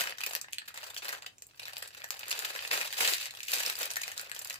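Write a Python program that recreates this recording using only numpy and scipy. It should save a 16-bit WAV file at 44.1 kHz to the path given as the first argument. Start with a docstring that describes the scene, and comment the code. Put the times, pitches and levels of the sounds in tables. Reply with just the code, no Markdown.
"""Hands squeeze and turn a thin plastic bag full of custard, just left of a pair of microphones in a kitchen.
Creases in the film snap one by one or in dense swarms: each is a burst of noise that rings a patch of film
and scatters off hands and table. The tiled table and the small room throw the sound back as sparse echoes.
A low household rumble with a faint hiss, made of shaped noise, lies underneath."""
import sys
import numpy as np
from scipy import signal
from scipy.fft import rfft, irfft
from scipy.io import wavfile
from scipy.ndimage import uniform_filter1d

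SR = 44100
rng = np.random.default_rng(int(sys.argv[2]) if len(sys.argv) > 2 else 0)


def unload_wav(signal):
    """Save mono or channel-first audio to the path in sys.argv[1] as 16-bit WAV at rate SR, clipped to [-1, 1]."""
    wavfile.write(
        sys.argv[1],
        SR,
        np.round(np.clip(np.atleast_2d(signal).T, -1, 1) * 32767).astype(np.int16),
    )


N = 202418

# weight of the low body of the full bag against the film: t/s, level/dB
BODY_WEIGHT = [(0, -9), (.35, -8.5), (.55, -12.5), (.85, -8), (1.25, -5), (1.45, -12.5), (2.0, -9.5),
               (2.85, -9), (2.93, -15.5), (3.02, -11.5), (3.14, -14.5), (3.18, -23), (3.36, -7.5),
               (3.45, -27), (3.53, -15.5), (3.84, -9.5), (4.1, -11.5), (4.25, -10.5), (4.59, -9)]


def gain_of(db):
    """Amplitude factor for a level in dB."""
    return 10 ** (np.asarray(db) / 20)


def evened(x):
    """Scale a signal to an RMS of one."""
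    return x / np.sqrt(np.mean(x ** 2) + 1e-20)


def along(curve, s):
    """Read a time curve at s seconds, with straight lines between its points."""
    return np.interp(s, *np.transpose(curve))


def read(points, hz):
    """Read a frequency curve, with straight lines on a log-frequency axis."""
    f, value = np.transpose(points)
    return np.interp(np.log(hz + 1), np.log(f + 1), value)


def shelves(hz, treble_db, thud_db):
    """Smooth lifts of the top and of the bottom of the spectrum, in dB."""
    treble = treble_db / (1 + (6000 / (hz + 1)) ** 6)
    thud = thud_db / (1 + (hz / 1650) ** 5)
    return treble + thud


def coloured(x, db):
    """Causal minimum-phase filter; db is on an even grid from zero to half the sample rate."""
    log_gain = np.log(gain_of(np.maximum(db, -100)))
    circle = np.concatenate([log_gain, log_gain[-2:0:-1]])
    phase = -signal.hilbert(circle).imag
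    taps = np.fft.ifft(np.exp(circle + 1j * phase)).real
    return signal.oaconvolve(x, taps[:len(db)])[:len(x)]


def twin(a, b):
    """Film radiates its treble unevenly: mix a and b so the result resembles a less towards the top."""
    # likeness of the two channels: f/Hz, share (0 to 1)
    film_likeness = [(300, 1), (1500, 0.75), (4000, 0.26), (12000, 0.06)]
    same = np.clip(read(film_likeness, np.fft.rfftfreq(len(a), 1 / SR)), 0, 1)
    return irfft(same * rfft(a) + np.sqrt(1 - same ** 2) * rfft(b), len(a))


def snap(hz, treble_db, thud_db, tear_ms, ring_db=6, width=0.14, focus_db=5, bounce_db=-7, bounce_t60=0.032):
    """One crease flips: sharp ticks ring a patch of film, then scatter off hands and table."""
    t = np.arange(1536) / SR
    tick_a, tick_b, bounce_a, bounce_b, slip = rng.standard_normal((len(t), 5)).T

    tear = t / (np.clip(tear_ms, .1, 30) / 1000)
    swell = tear * np.exp(-tear ** 1.4)  # the tear gathers, then stops short
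    shape = swell * abs(slip) ** .8  # some slips are far larger than the rest
    dying = gain_of(-60 * t / bounce_t60) * np.minimum(t / 0.0065, 1)
    dying = dying / np.linalg.norm(dying)

    f = np.fft.rfftfreq(512, 1 / SR)
    away = np.log((f + 1) / hz)
    patch = ring_db * np.exp(-.5 * (away / width) ** 2) + shelves(f, treble_db, thud_db)
    patch += focus_db * np.exp(-.5 * (away / 0.83) ** 2)  # a wide band around the ring sounds along
    # each snap made here gets its own random ripple of colour
    patch += 2.9 * evened(uniform_filter1d(rng.standard_normal(len(f)), size=9))

    left = (shape * tick_a, bounce_a)
    right = (shape * twin(tick_a, tick_b), twin(bounce_a, bounce_b))
    pair = []
    for direct, scatter in (left, right):
        scatter = gain_of(bounce_db) * scatter * dying
        bounced = signal.fftconvolve(direct, scatter)[:len(t)]
        sound = coloured(direct + bounced, patch)
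        pair.append(sound / np.linalg.norm(sound))
    fade_out = signal.windows.tukey(2 * len(t), .3)[len(t):]
    return np.array(pair) * fade_out


def heard(x):
    """Film colour and resonances, the colour of each port, and the later arrival at the right one."""
    # overall colour of the film: f/Hz, level/dB
    film_colour = [(88, -72.5), (150, -19), (354, -17.5), (534, -9.5), (960, -6), (1830, -3.5),
                   (2220, -5.5), (2650, -0.5), (5460, -6), (7470, -5.5), (9080, -11), (15100, -7.5),
                   (16000, -44)]
    # resonances of bag and table: f/Hz, width/Hz, boost/dB
    resonances = [(510, 335, 5.5), (1850, 910, 6), (2520, 150, 3.5), (4690, 1300, 5.5), (7520, 300, 4)]
    # the two microphone ports differ in colour: f/Hz, left minus right/dB
    port_lean = [(60, -23), (110, 8.5), (200, -0.5), (380, 12), (700, -1), (1290, 0.5), (2380, 1),
                 (4400, 1), (8120, -2), (15000, 2.5)]
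    hz = np.fft.rfftfreq(4096, 1 / SR)
    db = read(film_colour, hz)
    for f, w, boost in resonances:
        db = db + boost / (1 + (2 * (hz - f) / w) ** 2)
    half_lean = read(port_lean, hz) / 2
    left = coloured(x[0], db + half_lean)
    right = coloured(x[1], db - half_lean)
    right_late = 13  # samples
    return np.array([left, np.pad(right, (right_late, 0))[:N]])


def rustle(count=40):
    """Many small creases at random moments, in clumps; a firm grip packs them into a dense crunch."""
    # how hard the fingers work the film, as swarm level ahead of the tone lifts: t/s, level/dB
    grip_curve = [(0.0, -32.5), (0.16, -56.5), (0.3, -41), (0.46, -68.5), (0.66, -60.5), (0.8, -48),
                  (0.9, -53), (1.12, -43), (1.2, -55), (1.34, -75), (1.54, -65.5), (1.66, -50), (1.84, -52),
                  (1.98, -54.5), (2.12, -47), (2.26, -50.5), (2.38, -41.5), (2.5, -44.5), (2.57, -41),
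                  (2.7, -48.5), (2.717, -31.5), (2.84, -38), (2.89, -45.5), (2.96, -42), (3.01, -29.5),
                  (3.14, -30.5), (3.18, -39), (3.27, -41.5), (3.31, -54.5), (3.46, -49.5), (3.52, -34),
                  (3.7, -39.5), (3.75, -43.5), (3.84, -38), (3.89, -47.5), (4.2, -49.5), (4.27, -53),
                  (4.5, -49.5), (4.59, -54)]
    # treble and thud at which the film colour holds as it is: treble/dB, thud/dB
    usual_treble_db, usual_thud_db = (-5, -11)

    grip_db = along(grip_curve, np.arange(N) / SR)
    # mean creases per second: 600 at a -47 dB grip, more as the grip gets louder
    rate = np.clip(600 * np.exp(0.12 * (grip_db + 47.0)), 100, 15000)
    drift = uniform_filter1d(uniform_filter1d(rng.standard_normal(N), 350), 350)
    clumps = gain_of(5.5 * evened(drift))
    comes = rng.random(N) < rate / SR * clumps / clumps.mean()
    size_db = 3 * np.minimum(rng.exponential(1, N), 3.5)  # mostly small, a few large
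    size = comes * gain_of(size_db) * rng.choice([-1, 1], N)
    size = size / np.sqrt(rate)  # more creases share the same energy

    # the creases share a stock of snap sounds
    kind, out = rng.integers(0, count, N), np.zeros((2, N))
    for k, hz in enumerate(np.geomspace(500, 12000, count)):
        one = snap(hz, 11.7 * rng.standard_normal(), 0, rng.uniform(0.56, 2.33), ring_db=4.5)
        both = signal.oaconvolve((size * (kind == k))[None], one, axes=1)
        out += both[:, 256:N + 256]  # the swarm is already under way at the start

    hz, frames, z = signal.stft(evened(heard(out)), SR, nperseg=256)
    hz = hz[:, None]
    level_db = along(grip_curve, frames)
    treble_db = -0.5 + 0.18 * (level_db + 45)  # a firmer grip is brighter
    thud_db = along(BODY_WEIGHT, frames)
    lift = shelves(hz, treble_db - usual_treble_db, thud_db - usual_thud_db)
    lift += 0.57 * (level_db + 38.0) / (1 + (hz / 330) ** 6)  # a hard squeeze moves the custard
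    swarm = signal.istft(z * gain_of(lift), SR, nperseg=256)[1][:, :N]
    return swarm * gain_of(grip_db)


def hush():
    """Low rumble of the house over a faint hiss: steady noise, most alike in both channels near 100 Hz."""
    # spectrum ahead of the overall level: f/Hz, level/dB
    rumble_colour = [(20, -17), (60, -10), (100, 4.5), (170, -7), (400, -9.5), (2000, -17.5), (8000, -17.5),
                     (16000, -29.5)]
    # likeness of the two channels: f/Hz, share (-1 to 1)
    rumble_likeness = [(30, .35), (100, 0.69), (600, .1)]
    hz = np.fft.rfftfreq(2048, 1 / SR)
    a, b, c, d = rng.standard_normal((N // 512 + 5, len(hz), 4)).T
    same = np.clip(read(rumble_likeness, hz), -1, 1)[:, None]
    left = a + 1j * b
    right = same * left + np.sqrt(1 - same ** 2) * (c + 1j * d)
    z = np.array([left, right]) * gain_of(read(rumble_colour, hz))[:, None]
    noise = signal.istft(z, nperseg=2048, noverlap=1536)[1][:, :N]
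    return gain_of(-68) * evened(noise)


def snaps():
    """Single creases, from loud snaps to faint ticks in the lulls; a longer tear carries more energy."""
    # single creases, level ahead of tear energy and film colour:
    # t/s, level/dB, pitch of the film patch f/Hz, treble/dB, length of the tear/ms
    single_creases = [(0.0078, -17, 1710, 2.5, 1.4), (0.015, -24, 1850, -2, 1.1),
                      (0.0703, -31.5, 1750, -12, 2.6), (0.0953, -26.5, 1630, 3, 0.31),
                      (0.123, -36, 1570, -28, 0.7), (0.183, -35, 1770, -6, 1.9),
                      (0.2054, -31.5, 2470, -4.5, 1.9), (0.2134, -30.5, 2560, -3, 0.6),
                      (0.2347, -26, 2370, 1, 3), (0.2621, -21.5, 2400, 8, 2.3), (0.293, -36, 7450, 6, 3.6),
                      (0.333, -27.5, 1630, 4, 1.5), (0.3514, -16, 1820, 3, 0.31),
                      (0.3618, -30, 7840, -11, 1.6), (0.4128, -26.5, 7440, 0.5, 1.44),
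                      (0.442, -46, 1590, -34, 2.6), (0.483, -46.5, 1850, -50, 1.7),
                      (0.524, -38.5, 2640, 8, 3), (0.532, -23, 2540, -2, 0.36),
                      (0.5438, -39, 3300, -2, 0.75), (0.5832, -27.5, 3620, -4, 1.02),
                      (0.6166, -47.5, 1820, -25, 2.4), (0.6766, -37.5, 1550, -3, 7.3),
                      (0.7412, -40.5, 7540, -1, 3.1), (0.775, -32, 1900, -3, 0.99),
                      (0.839, -35.5, 4830, 0, 2.3), (0.8633, -39, 1770, 1.5, 6.7),
                      (0.901, -39, 3320, 2, 3.2), (0.943, -36.5, 2870, 4, 2.8),
                      (0.9643, -32, 3330, -2, 1.3), (0.9725, -32, 4690, 2.5, 6.4),
                      (1.0454, -29.5, 4160, 8, 0.96), (1.0829, -27, 4200, -1, 0.48),
                      (1.0896, -27.5, 1810, 1, 2.3), (1.1233, -32.5, 1570, 0.5, 5.1),
                      (1.1492, -40, 2880, -12, 0.92), (1.2217, -39.5, 2900, -4, 1.7),
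                      (1.261, -36, 3220, -3.5, 4), (1.382, -45, 7100, -3, 0.94),
                      (1.4212, -35, 7600, -1, 1.24), (1.4677, -37.5, 7450, 21, 0.35),
                      (1.496, -66, 2500, -15, 4), (1.544, -59, 1890, -22, 2.1), (1.595, -36, 3150, -6, 2.4),
                      (1.629, -40.5, 4470, -4, 4.3), (1.6544, -35, 4130, -10.5, 0.85),
                      (1.6814, -31, 1850, -3, 0.45), (1.7328, -38, 4680, -3, 1.6),
                      (1.7681, -30, 3270, -12, 0.41), (1.781, -27, 12300, 8, 0.59),
                      (1.8243, -28.5, 1950, 1.5, 1.7), (1.8732, -38, 10680, -3.5, 4.5),
                      (1.946, -40, 2520, -2, 2.6), (2.0016, -54, 600, -22, 4.1),
                      (2.0184, -41, 1700, -24, 0.63), (2.0418, -30.5, 1850, -1.5, 1.06),
                      (2.1058, -18.5, 4970, 6.5, 0.4), (2.1919, -30, 2420, 14, 2.3),
                      (2.2309, -39, 2370, -24, 1.9), (2.2395, -41, 2220, -10, 0.75),
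                      (2.2546, -42, 2110, -1, 2.3), (2.282, -28, 7600, 3, 0.7), (2.296, -30, 7490, 12, 1.3),
                      (2.3071, -25.5, 4670, 3.5, 1.4), (2.3108, -23, 2200, 3.5, 4.2),
                      (2.3268, -26, 950, -17, 0.77), (2.3911, -21, 8200, 1, 0.47),
                      (2.4475, -25.5, 3150, -5, 1.04), (2.4515, -23.5, 2440, 1, 0.56),
                      (2.5581, -33.5, 1920, -6, 3.9), (2.5904, -33, 1800, -42, 0.52),
                      (2.623, -33.5, 2500, 2, 2.1), (2.6492, -35.5, 2070, -22, 1.1),
                      (2.6744, -29.5, 3930, 0.5, 2), (2.7126, -24.5, 2630, -14, 1),
                      (2.7296, -26.5, 2120, -2, 2.9), (2.7739, -39, 2770, -26, 3),
                      (2.8123, -23.5, 2670, -6, 1.1), (2.871, -38.5, 3340, -3, 4.3),
                      (2.9049, -39, 2580, -13, 1), (2.9264, -27.5, 1970, -4.5, 1.1),
                      (2.9333, -31.5, 1960, -0.5, 2.4), (3.005, -27, 2470, -32, 3.1),
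                      (3.0474, -26, 2610, -6.5, 4.3), (3.0747, -21, 7640, -16, 2.1),
                      (3.1357, -18, 3380, -1, 0.7), (3.2564, -27.5, 1850, -4, 0.84),
                      (3.307, -36, 7800, -12.5, 1.9), (3.349, -41, 3430, -4, 1.8),
                      (3.3711, -38.5, 3930, -1.5, 2.1), (3.4044, -32.5, 2700, -4, 0.83),
                      (3.43, -32.5, 7200, -3, 2.5), (3.4814, -29.5, 2610, -4, 2.6),
                      (3.5176, -20.5, 4140, 7, 0.97), (3.5343, -21.5, 11300, 6, 3.9),
                      (3.555, -28, 7700, 2, 2.4), (3.5662, -31, 3600, -2, 1.5), (3.5825, -27.5, 6740, 2, 2),
                      (3.594, -28, 3640, 9, 5.9), (3.631, -32, 6050, 1, 2.8),
                      (3.6609, -22.5, 4430, 0.5, 1.9), (3.6762, -29.5, 2730, -0.5, 5.2),
                      (3.698, -22, 2180, -3, 1.6), (3.754, -32, 4760, -1, 1.2),
                      (3.7882, -24, 1670, 16, 1.3), (3.818, -23, 7340, 20, 1), (3.8306, -23, 5700, -2, 0.5),
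                      (3.7998, -30.5, 3420, 0, 1), (3.8547, -25, 2680, 5, 1.6),
                      (3.9026, -29.5, 5860, -2.5, 2.5), (3.909, -30, 8300, -2, 4.5),
                      (3.936, -29, 8050, -4, 0.67), (3.9573, -26, 3600, 0, 1.4),
                      (3.9659, -25, 1590, 0.5, 3.1), (4.0118, -34.5, 1870, -2.5, 5.3),
                      (4.0167, -26, 7560, 0, 0.7), (4.033, -30.5, 2220, -1, 3.7),
                      (4.0786, -26.5, 1600, -1.5, 1.24), (4.115, -32.5, 1760, 2, 3.3),
                      (4.1778, -25, 7350, -3, 0.68), (4.1947, -29, 1680, -2, 1.34),
                      (4.212, -30, 3520, 14, 1.8), (4.244, -42.5, 4940, 3, 2.2),
                      (4.2954, -37, 2550, -3.5, 1.7), (4.3158, -26.5, 1820, -4.5, 0.2),
                      (4.347, -34.5, 7900, -1, 2.4), (4.363, -33.5, 6050, -6, 0.91),
                      (4.3903, -29.5, 7640, 8, 2.8), (4.4175, -31.5, 8000, 19, 2.8),
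                      (4.446, -28.5, 4400, 13, 2.5), (4.472, -30, 5000, 12, 1.6),
                      (4.498, -28.5, 4400, 2, 1.9), (4.506, -31.5, 2050, -7.5, 1.18),
                      (4.5275, -34, 5100, 5, 1.7), (4.5412, -33.5, 7040, -4, 1.6),
                      (4.5575, -39, 2840, -1.5, 1)]
    # treble and thud at which the film colour holds as it is: treble/dB, thud/dB
    usual_treble_db, usual_thud_db = (-7.5, -8.5)
    out = np.zeros((2, N + 1536))
    for s, db, hz, treble_db, tear_ms in single_creases:
        thud_db = along(BODY_WEIGHT, s) - usual_thud_db
        one = snap(hz, treble_db - usual_treble_db, thud_db, tear_ms)
        at = round(s * SR)
        out[:, at:at + 1536] += one * gain_of(db) * np.sqrt(90 + 110 * abs(tear_ms))
    return heard(out[:, :N])


def kitchen(x):
    """Sparse echoes of random sign from 8 ms on, each band dying at its own speed."""
    # decay of the room by 60 dB: f/Hz, t60/s
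    room_decay = [(300, .22), (1500, .2), (5000, .16), (14000, .11)]
    taps = np.zeros((2, SR // 2))
    starts = np.arange(350, SR // 2 - 20, 20)  # one echo in every 20 samples
    at = starts + rng.integers(0, 20, (2, len(starts)))
    np.put_along_axis(taps, at, rng.choice([-1., 1.], at.shape), 1)
    hz, t, z = signal.stft(taps, SR, nperseg=256)
    decay_db = -60 * t / read(room_decay, hz)[:, None]
    tail = signal.istft(z * gain_of(decay_db), SR, nperseg=256)[1]
    return signal.fftconvolve(x, tail / np.linalg.norm(tail[0]), axes=1)[:, :N]


def scene():
    """The bag, its echoes 10 dB down, and the house behind it."""
    bag = snaps() + rustle()
    return bag + gain_of(-10) * kitchen(bag) + hush()


def record(dry):
    """The band limit of the recorder: a steep low-pass at 15950 Hz."""
    band_limit = signal.firwin(511, 15950, window=("kaiser", 9), fs=SR)
    return signal.oaconvolve(dry, band_limit[None], "same")


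dry = scene()
out = record(dry)
unload_wav(out)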